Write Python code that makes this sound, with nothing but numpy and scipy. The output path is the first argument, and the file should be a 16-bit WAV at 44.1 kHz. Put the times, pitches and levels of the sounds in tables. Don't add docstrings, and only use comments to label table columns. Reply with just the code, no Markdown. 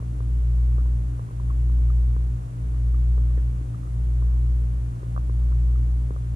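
import sys
import numpy as np
from scipy import signal
from scipy.fft import rfft, irfft, next_fast_len
from scipy.io import wavfile

SR = 44100
rng = np.random.default_rng(int(sys.argv[2]) if len(sys.argv) > 2 else 0)


def wav_out(sig):
    wavfile.write(sys.argv[1], SR, np.round(np.clip(np.atleast_2d(sig).T, -1, 1) * 32767).astype(np.int16))


N = 280079
TIME = np.arange(N) / SR
ARRIVAL_TIME = TIME - np.array([[0.00031], [0]])
OPPOSED = np.array([[1], [-1]])


def from_db(db):
    return 10 ** (np.asarray(db) / 20)


def pan(left_db):
    return from_db(OPPOSED * left_db / 2)


def tone(hz, rms_db, t):
    return np.sqrt(2) * from_db(rms_db) * np.cos(2 * np.pi * hz * t)


# time in seconds, slow pump level in dB, fast pump level in dB.
PUMP_LEVELS = [(0, -27.5, -23.5), (1.3, -23.3, -23.1), (2.5, -23.2, -24.2), (3.8, -24.3, -24.0),
               (5.0, -27.3, -23.7), (6.35, -25.5, -21)]

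def pump_drone(slow_hz=57.83, fast_hz=58.632, in_step_s=.638):
    times, slow_db, fast_db = np.transpose(PUMP_LEVELS)
    slow = tone(slow_hz, np.interp(TIME, times, slow_db), ARRIVAL_TIME - in_step_s)
    fast = tone(fast_hz, np.interp(TIME, times, fast_db), ARRIVAL_TIME - in_step_s)
    return (slow + fast) * pan(left_db=0.5)


# frequency in Hz, rms level in dB.
MAINS_TONES = [(120.0, -32), (115.665, -43), (111.95, -44.5)]

def mains_hum(crest_s=.7357):
    return sum(tone(hz, db, ARRIVAL_TIME - crest_s) for hz, db in MAINS_TONES) * pan(left_db=0.7)


# frequency in Hz, rms level in dB.
MACHINERY_TONES = [(62.17, -45), (66.49, -50), (117.7, -55), (138.66, -54), (149.26, -60), (173.5, -49),
                   (175.9, -59), (177.83, -55.5), (231.3, -66), (235.6, -66), (240.0, -62.6), (347.0, -61),
                   (391.8, -70)]

def machinery_hum():
    hum = sum(tone(hz, db, ARRIVAL_TIME - rng.random()) for hz, db in MACHINERY_TONES)
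    return hum * pan(left_db=1.5)


def wander(per_s):
    steps = rng.standard_normal(int(per_s * N / SR) + 2)
    return np.interp(TIME * per_s, np.arange(len(steps)), steps)


def pump_overtone(hz=289.2, rms_db=-57.5, wavers_per_s=8, waver_db=3.5, waver_rad=.45):
    phase = 2 * np.pi * hz * TIME + waver_rad * wander(wavers_per_s)
    amplitude = np.sqrt(2) * from_db(rms_db + waver_db * wander(wavers_per_s))
    return amplitude * np.cos(phase) * pan(left_db=10.0)


def swell(t, peak_s):
    return (t / peak_s * np.exp(1 - t / peak_s)) ** 3


def wall_reflections(hz, size, band_ratio=1.7):
    band = signal.butter(2, [hz / band_ratio, hz * band_ratio], "band", fs=SR, output="sos")
    rough = signal.sosfilt(band, rng.standard_normal(size))
    return OPPOSED * rough / rough.std()


def case_response(thud_db, thud_hz, thud_cycles, ring_db, ring_hz, swell_s):
    ring_lag_rad, tail_db, tail_decay_s = 2.05, -24, 0.014
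    t = TIME[:SR // 16]
    thud_s = thud_cycles / thud_hz
    thud = from_db(thud_db) * swell(t, thud_s) * np.cos(2 * np.pi * thud_hz * (t - thud_s))
    tail_envelope = (1 - np.exp(-t / swell_s)) * np.exp(-t / tail_decay_s)
    tail = from_db(tail_db) * tail_envelope * wall_reflections(ring_hz, len(t))
    rocking = np.cos(2 * np.pi * ring_hz * (t - swell_s) - np.array([[ring_lag_rad], [0]]))
    ring = from_db(ring_db) * (swell(t, swell_s) * rocking + tail)
    return thud + ring * pan(left_db=-2.0)


def add(out, start_s, sound):
    at = int(np.clip(start_s * SR, 0, N - 1))
    out[:, at:at + sound.shape[1]] += sound[:, :N - at]


# start in seconds, thud level in dB, thud frequency
# in Hz, thud build-up in cycles, ring level in dB, ring frequency in Hz.
CASE_KNOCKS = [(.0255, -36, 430, .67, -42, 1060), (.2035, -34.5, 387, .82, -35.5, 1090),
               (.7825, -34, 417, .6, -37.5, 1190), (.858, -41, 420, .72, -40.5, 1000),
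               (1.1925, -34, 414, .71, -38, 1060), (1.308, -40, 450, .91, -45, 1030),
               (1.6965, -39, 380, .62, -41.5, 1100), (2.1636, -33.5, 350, .77, -35.5, 1050),
               (3.178, -36, 433, .92, -38, 1110), (3.3762, -32.5, 400, .95, -48, 1250),
               (3.611, -39, 292, .67, -51, 1100), (4.223, -34.5, 360, .57, -38, 1100),
               (5.030, -34.5, 368, .97, -42.5, 1090), (5.1628, -34, 480, .58, -29.5, 1180),
               (5.176, -32, 610, .8, -28, 1140), (5.295, -33, 370, .75, -36, 1060),
               (5.5175, -40.5, 450, .61, -41, 1080), (6.1057, -27, 335, .7, -37.5, 1030),
               (6.1618, -34.5, 430, .67, -37, 1160)]

def knocks(swell_s=0.0019, muffle_hz=1900):
    out = np.zeros((2, N))
    muffle = signal.butter(2, muffle_hz, fs=SR, output="sos")
    for start_s, thud_db, thud_hz, thud_cycles, ring_db, ring_hz in CASE_KNOCKS:
        body = case_response(thud_db, thud_hz, thud_cycles, ring_db, ring_hz, swell_s)
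        t = TIME[:body.shape[1]]
        upper_ring = swell(t, peak_s=.0024) * tone(hz=1560, rms_db=ring_db - 21, t=t)
        boom = swell(t, peak_s=.0035) * tone(hz=275, rms_db=thud_db - 16, t=t - swell_s)
        sway = swell(t, peak_s=.003) * tone(hz=1175, rms_db=ring_db - 10.5, t=t - swell_s)
        modes = body + upper_ring + boom - OPPOSED * sway
        add(out, start_s, signal.sosfiltfilt(muffle, modes, padtype=None))
    return out


def bubble(ring_db, ring_hz, swell_cycles):
    return case_response(thud_db=ring_db - 18, thud_hz=450, thud_cycles=.67,
                         ring_db=ring_db, ring_hz=ring_hz, swell_s=swell_cycles / ring_hz)


# start in seconds, ring level in dB, ring frequency in Hz,
# build-up in cycles.
BUBBLE_TICKS = [(.793, -45, 1280, 4), (.806, -45, 1270, 2.6), (1.139, -47, 1400, 1.9),
                (1.287, -46, 1100, 3), (1.397, -36.5, 1030, 2.8), (1.4987, -38, 1190, 4.1),
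                (1.5037, -35, 1100, 4.3), (1.8997, -36.5, 1220, 3.7), (2.434, -50, 1270, 3.3),
                (2.692, -48, 1080, 2.8), (2.742, -45, 1100, 2.2), (2.761, -48, 1190, 3),
                (2.942, -40, 1190, 4.4), (3.306, -45, 1170, 3.1), (3.375, -43, 1880, 1.7),
                (3.383, -46, 1700, 2.8), (3.399, -48, 1630, 2.5), (3.7435, -40, 1230, 3.7),
                (3.83, -44, 1200, 3.5), (3.85, -54, 1230, 3.5), (3.871, -44.5, 1220, 3.43),
                (4.463, -46, 1250, 2.5), (5.516, -46, 1100, 3.4), (5.522, -44, 1430, 2.6),
                (5.5255, -39.5, 1140, 2.3), (5.7555, -43, 1240, 4)]

def bubbles(tiny_count=44, tiny_db=-53, tiny_hz=1140, pitch_spread=0.11):
    out = np.zeros((2, N))
    for start_s, *tick in BUBBLE_TICKS:
        add(out, start_s, bubble(*tick))
    for when, softer_db, detune in rng.uniform(-1.3, 1, (tiny_count, 3)):
        tiny = bubble(tiny_db - softer_db, tiny_hz * (1 + pitch_spread * detune), swell_cycles=3.16)
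        add(out, (when + 1) / 2 * N / SR, tiny)
    return out


def noise(spectrum):
    size = next_fast_len(N)
    hz, density_db = np.transpose(spectrum)
    bin_hz = np.maximum(np.arange(size // 2 + 1) * SR / size, 1)
    gain = from_db(np.interp(np.log(bin_hz), np.log(hz), density_db)) * np.sqrt(SR / 2)
    return irfft(rfft(rng.standard_normal(size)) * gain, size)[:N]


# frequency in Hz, density in dB per Hz.
SQUEEZE_SPECTRUM = [(12, -71.5), (35, -68), (80, -63.5), (130, -68), (200, -75), (280, -75.5), (400, -81),
                    (600, -87), (900, -93.5), (1150, -93.5), (1500, -96.5), (2800, -103), (5000, -112),
                    (9000, -130)]
# frequency in Hz, density in dB per Hz.
ROCKING_SPECTRUM = [(12, -74.5), (35, -66.5), (100, -82.5), (220, -81.5), (420, -82), (750, -82),
                    (980, -84.5), (1180, -85), (1480, -90), (2000, -95.5), (3000, -106), (4500, -122)]

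def water_rumble():
    return noise(SQUEEZE_SPECTRUM) + OPPOSED * noise(ROCKING_SPECTRUM)


# frequency in Hz, left and right densities in dB per Hz.
HISS_SPECTRUM = [(1000, -110, -110), (3220, -104, -104), (4870, -106, -105.5), (6100, -103, -102),
                 (7700, -102.5, -100), (8100, -105.5, -101.5), (8700, -103.5, -100.3),
                 (10050, -103.7, -100.5), (11830, -109.5, -109), (14500, -118, -118)]

def microphone_hiss(whine_hz=6998, whine_db=-92):
    hz, left_db, right_db = np.transpose(HISS_SPECTRUM)
    hiss = np.array([noise(np.column_stack([hz, db])) for db in (left_db, right_db)])
    return hiss + tone(whine_hz, whine_db, TIME)


def scene():
    pumps = pump_drone() + mains_hum() + machinery_hum() + pump_overtone()
    return pumps + water_rumble() + knocks() + bubbles() + microphone_hiss()


def record(dry, fade_s=.003, cutoff_hz=14400):
    fades = np.clip(np.minimum(TIME, TIME[::-1]) / fade_s, 0, 1)
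    low_pass = signal.ellip(10, .1, 90, cutoff_hz, fs=SR, output="sos")
    return signal.sosfilt(low_pass, dry * fades)


dry = scene()
out = record(dry)
wav_out(out)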